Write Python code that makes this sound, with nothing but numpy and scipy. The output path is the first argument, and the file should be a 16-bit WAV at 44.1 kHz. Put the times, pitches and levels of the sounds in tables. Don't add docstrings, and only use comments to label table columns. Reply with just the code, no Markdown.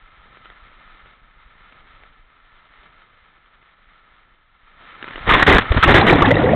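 import sys
import numpy as np
from scipy import signal
from scipy.fft import rfft, irfft
from scipy.io import wavfile

SR = 44100
rng = np.random.default_rng(int(sys.argv[2]) if len(sys.argv) > 2 else 0)


def store_pcm(level_fs):
    pcm = np.round(np.clip(level_fs, -1, 1) * 32767).astype(np.int16)
    wavfile.write(sys.argv[1], SR, np.atleast_2d(pcm).T)


N = 288855
T = np.arange(N) / SR

# time in seconds, peak in dB.
WALL_BUMPS = [(.2, -47), (0.632, -42), (1.039, -43), (1.462, -44.5), (1.67, -61), (1.905, -51.5),
              (2.03, -49), (2.8, -49), (3.229, -50), (4.122, -52)]
# frequency in Hz, relative level in dB.
TAP_SPECTRUM = [(40, -28.5), (300, 0.5), (800, -3.5), (1300, 3.5), (1900, 2), (2700, -4), (3700, -7),
                (4400, -26)]
# start in seconds,
# foam in dB, its fade in dB per second, gurgle in dB, its fade in dB per second (negative grows).
POOL_PLUNGES = [(5.259, -22, 31.5, -21.5, 38), (5.83, -17, 17.5, -19, -4)]
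UNDER_S, CLOSE_S = 5.83, 0.025


def gain_of(db):
    return 10 ** (np.asarray(db) / 20)


def unit_rms(x):
    return x / np.sqrt(np.mean(x ** 2) + 1e-20)


def add(mix, start_s, sound):
    part = mix[max(round(start_s * SR), 0):][:len(sound)]
    part += sound[:len(part)]


def follow(curve):
    return gain_of(np.interp(T, *np.transpose(curve)))


def colour(spectrum, modes=(), size=8192):
    hz = abs(np.fft.fftfreq(size, 1 / SR))
    point_hz, point_db = np.transpose(spectrum)
    db = np.interp(np.log(hz + 1), np.log(point_hz + 1), point_db)
    for centre, width, lift in modes:
        db += lift / (1 + (2 * (hz - centre) / width) ** 2)
    db -= np.clip((hz - 4500) / 25, 0, 60)
    log_response = np.conj(signal.hilbert(np.log(gain_of(db))))
    return np.fft.ifft(np.exp(log_response)).real[:size // 2]


def water(response, per_s, spread_db, smooth):
    sizes = gain_of(spread_db * np.minimum(rng.exponential(1, N), 4)) * rng.choice([-1, 1], N)
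    impacts = unit_rms(sizes * (rng.random(N) < per_s / SR))
    wash = smooth * rng.standard_normal(N)
    return unit_rms(signal.oaconvolve(impacts + wash, response)[:N])


def waver(per_s, depth_db):
    relative_rate = np.fft.rfftfreq(N, 1 / SR) / per_s
    drift = irfft(rfft(rng.standard_normal(N)) / (1 + relative_rate ** 4), N)
    return gain_of(depth_db * unit_rms(drift))


def tube_stream():
    # time in seconds, level in dB.
    rush = [(0, -53.5), (.25, -50), (.48, -49), (.75, -50), (1.09, -49), (1.18, -54.5), (1.43, -54),
            (1.75, -50.5), (2.04, -50.5), (2.15, -55.5), (2.47, -55), (2.85, -49.5), (2.94, -54.5),
            (3.05, -52.5), (3.3, -56), (3.85, -55), (4.2, -55), (4.47, -60.5)]
    runout = [(4.58, -57), (4.78, -50), (4.82, -44), (4.97, -43.5), (5.15, -39.5), (5.25, -35.5),
              (5.3, -26.5), (5.68, -31), (5.82, -24)]
    rumble = [(0, -54), (2.2, -55), (2.6, -59.5), (3.7, -61), (4.5, -60), (5.03, -56), (5.15, -41)]
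    # frequency in Hz, relative level in dB.
    hiss_spectrum = [(200, -35.5), (600, -12.5), (1000, -6), (1250, -1.5), (1600, -5.5), (2200, -4.5),
                     (2700, -11.5), (3800, -14.5), (4400, -21.5)]
    slosh_spectrum = [(60, -5.5), (120, 1), (210, -1), (350, -5), (500, -4), (800, -5), (1100, -11.5),
                      (2000, -30)]
    shake_spectrum = [(8, -20.5), (22, 4.5), (40, -4), (70, -16), (120, -20.5), (300, -36), (1000, -98.5)]
    # centre in Hz, width in Hz, lift in dB.
    case_modes = [(1314, 170, 8), (1757, 150, 5.5), (2075, 47, 6.5), (3074, 56, 7), (3540, 710, 4)]
    spray_s, spray_rise_s = 4.95, 0.084
    swash_peak_s, drown_db_per_s = 0.06, 76
    spray = np.clip((T - spray_s) / spray_rise_s, 0, 1) * (T < POOL_PLUNGES[0][0] + CLOSE_S)
    ages = np.array([np.maximum(T - s, 0) / swash_peak_s for s, _ in WALL_BUMPS])
    swash = (ages * np.exp(1 - ages)).max(0)
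    hiss = water(colour(hiss_spectrum, case_modes), per_s=2500, spread_db=3, smooth=1)
    hiss *= gain_of(-0.85) * waver(per_s=17, depth_db=1.24)
    patter = water(colour(TAP_SPECTRUM), per_s=90, spread_db=3, smooth=0)
    patter *= gain_of(-14.5 + 6.5 * spray)
    slosh = water(colour(slosh_spectrum), per_s=600, spread_db=4.5, smooth=1)
    slosh *= gain_of(-12.5 + 3 * swash + 4 * spray)
    shake = follow(rumble) * water(colour(shake_spectrum), per_s=150, spread_db=8, smooth=1.1)
    drowned = gain_of(-drown_db_per_s * np.maximum(T - UNDER_S, 0))
    return drowned * (follow(rush + runout) * (hiss + patter + slosh) + shake)


def swing(centre_s, db, hz):
    phase = np.clip(2 * np.pi * hz * (T - centre_s), -8, 8)
    return -gain_of(db) * phase * np.exp((1 - phase ** 2) / 2)


def thumps():
    # time in seconds, peak in dB, frequency in Hz.
    shoves = [(5.295, -14.5, 45), (5.335, -16, 40), (5.555, -9, 44), (5.7142, -5.5, 48.4), (5.769, -7, 80),
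              (5.79, -11.5, 55), (5.88, -9, 60), (5.951, -6.5, 54), (6.259, -14, 100), (6.418, -15.5, 130)]
    wall = sum(swing(s, db, hz=34.2) for s, db in WALL_BUMPS)
    return wall + sum(swing(*shove) for shove in shoves)


def drops():
    # start in seconds, peak in dB.
    landings = [(0.371, -33.5), (0.4566, -30), (0.5013, -31.5), (1.059, -37), (1.724, -36), (2.0358, -32.5),
                (3.02, -39.5), (3.46, -44), (3.627, -43), (5.0269, -19), (5.043, -19.5), (5.079, -21.5),
                (5.085, -23), (5.1085, -22.5), (5.134, -25), (5.1579, -17), (5.179, -18.5)]
    out, t = np.zeros(N), np.arange(800) / SR
    tap = colour(TAP_SPECTRUM)
    for start_s, db in landings:
        hit = 0.17 * rng.standard_normal(len(t)) * np.exp(-t / 0.003)
        hit[0] = 1
        tick = signal.fftconvolve(hit, tap)
        add(out, start_s, gain_of(db) * tick / abs(tick).max())
    return out


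def surge(start_s, db, fade_db_per_s):
    age = np.maximum(T - start_s, 0)
    return np.minimum(age / CLOSE_S, 1) * gain_of(db - fade_db_per_s * age)


def pool():
    # frequency in Hz, relative level in dB.
    foam_spectrum = [(200, -29.5), (700, -2), (1250, 3.5), (1550, -0.5), (1900, 5.5), (2600, -6.5),
                     (3600, -7.5), (4400, -28)]
    gurgle_spectrum = [(12, -40), (35, -5.5), (110, 5), (250, -1), (450, -5.5), (720, -4), (1000, -12.5),
                       (1600, -31.5), (4000, -56.5)]
    foam = water(colour(foam_spectrum), per_s=900, spread_db=3.5, smooth=0.89)
    foam *= waver(per_s=20, depth_db=1.5)
    foam += 0.6 * swarm(low_hz=1000, high_hz=3900, cycles=50, count=70)
    gurgle = water(colour(gurgle_spectrum), per_s=500, spread_db=2, smooth=0.68)
    gurgle *= waver(per_s=31, depth_db=0.4)
    gurgle += 0.75 * swarm(low_hz=210, high_hz=950, cycles=26, count=44)
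    return sum(foam * surge(s, foam_db, foam_fade) + gurgle * surge(s, gurgle_db, gurgle_fade)
               for s, foam_db, foam_fade, gurgle_db, gurgle_fade in POOL_PLUNGES)


def sheets():
    # start and length in seconds, level in dB, slosh in dB above it.
    strikes = [(5.274, 0.0094, -24, 0.5), (5.291, 0.022, -12, -8), (5.32, .01, -13.5, -14),
               (5.334, 0.016, -8.5, -5.5), (5.362, 0.025, -16.5, -4), (5.394, 0.021, -15.5, -5),
               (5.423, 0.0061, -9, -5.5), (5.465, 0.011, -11, -10.5), (5.478, .027, -9, 2),
               (5.508, 0.061, -11, 0), (5.583, 0.0041, -7, -3.5), (5.609, 0.013, -23.5, -10),
               (5.718, .006, -22, 4.5), (5.745, 0.0055, -27, 10.5), (5.7707, 0.0068, -19, 6),
               (5.827, 0.017, -9, -14.5), (5.877, 0.044, -14, 5.5), (5.94, 0.044, -12, 0),
               (5.993, 0.022, -17.5, -3), (6.067, 0.051, -15, 0.5), (6.127, 0.0094, -17.5, 10.5),
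               (6.156, 0.0022, -17.5, 6), (6.2215, 0.0025, -11, 4), (6.253, .012, -18.5, -1.5),
               (6.306, 0.0092, -20, 3)]
    # frequency in Hz, relative level in dB.
    splash_spectrum = [(150, -8.5), (600, -8.5), (1100, 1.5), (1500, 1.5), (1850, 5), (2300, -3),
                       (2750, -6.5), (3600, -5), (4400, -23.5)]
    slosh_spectrum = [(8, -32), (25, 5), (65, 2), (110, -0.5), (190, -1.5), (370, 1), (600, -4.5),
                      (900, -6.5), (1400, -22), (3000, -49.5)]
    splash_power, slosh_power = np.zeros(N), np.zeros(N)
    for start_s, length_s, db, slosh_db in strikes:
        t = np.arange(int((length_s + 0.05) * SR)) / SR
        slap = 1 + 0.73 * np.exp(-t / 0.0025)
        attack = 1 - np.exp(-t / 0.00073)
        release = np.exp(-np.maximum(t - length_s, 0) / 0.0032)
        power = slap * attack * release
        add(splash_power, start_s, gain_of(db) ** 2 * power)
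        add(slosh_power, start_s, gain_of(db + slosh_db) ** 2 * power)
    splash = water(colour(splash_spectrum), per_s=3000, spread_db=3, smooth=0.53)
    slosh = water(colour(slosh_spectrum), per_s=1000, spread_db=3.5, smooth=0.5)
    return np.sqrt(splash_power) * splash + np.sqrt(slosh_power) * slosh


def bubble(hz, t60, rise, onset):
    age = np.arange(int(max(t60, 0.003) * SR)) / SR / t60
    swell = 1 - np.exp(-(age / onset) ** 2)
    shape = swell * gain_of(-60 * age)
    return shape / shape.max() * np.sin(2 * np.pi * hz * t60 * (age + rise * age ** 2 / 2))


def air_pockets():
    # start in seconds, pitch in Hz, peak in dB.
    plops = [(5.3091, 1206, -5.5), (5.3482, 1028, -5.5), (5.3943, 1073, -7.5), (5.4261, 1854, -2),
             (5.4669, 1825, -11), (5.4805, 1940, -9.5), (5.5234, 1983, -3.5), (5.8319, 1310, -4),
             (5.8896, 1720, -13), (5.942, 1890, -8.5), (5.9473, 373, -11), (6.0137, 782, -9),
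             (6.096, 2304, -6), (6.0982, 371, -10), (6.1256, 760, -11), (6.2062, 326, -12),
             (6.22, 1158, -2), (6.2489, 1716, -8.5), (6.2596, 3630, -16), (6.2703, 830, -12),
             (6.3028, 503, -8.5), (6.3123, 1990, -7), (6.313, 582, -8), (6.3392, 341, -15.5),
             (6.3664, 1885, -10), (6.4358, 490, -7.5), (6.459, 1950, -15.5), (6.4896, 1790, -16),
             (6.514, 213, -11.5), (6.5301, 684, -9)]
    out = np.zeros(N)
    for start_s, hz, db in plops:
        t60 = 0.031 * (1010 / hz) ** 0.73
        add(out, start_s, gain_of(db) * bubble(hz, t60, rise=0.035, onset=0.14))
    return out


def swarm(low_hz, high_hz, cycles, count):
    out = np.zeros(N)
    for k, (when, pitch, size, ring) in enumerate(rng.random((count, 4))):
        hz = low_hz * (high_hz / low_hz) ** pitch
        note = bubble(hz, t60=cycles * (0.5 + ring) / hz, rise=0.12, onset=0.068)
        start_s = UNDER_S + (k + when) / count * (T[-1] - UNDER_S)
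        add(out, start_s, gain_of(10 * size) * note)
    return out / np.std(out[T > UNDER_S])


def scene():
    return (tube_stream() + thumps() + drops() + sheets() + pool() + air_pockets())[None]


def record(dry):
    knee, headroom = 0.74, 0.23
    muffle_hz, edge_hz = 4206, 15900
    muffle = signal.firwin(161, muffle_hz, window=("kaiser", 7), fs=SR)
    band_edge = signal.firwin(511, edge_hz, window=("kaiser", 9), fs=SR)
    saturated = dry / (1 + (dry / 0.85) ** 6) ** (1 / 6)
    muffled = signal.oaconvolve(saturated, muffle[None], "same")
    excess = muffled - np.clip(muffled, -knee, knee)
    clipped = muffled - excess + headroom * np.tanh(0.34 * excess / headroom)
    return signal.oaconvolve(clipped, band_edge[None], "same")


dry = scene()
out = record(dry)
store_pcm(out)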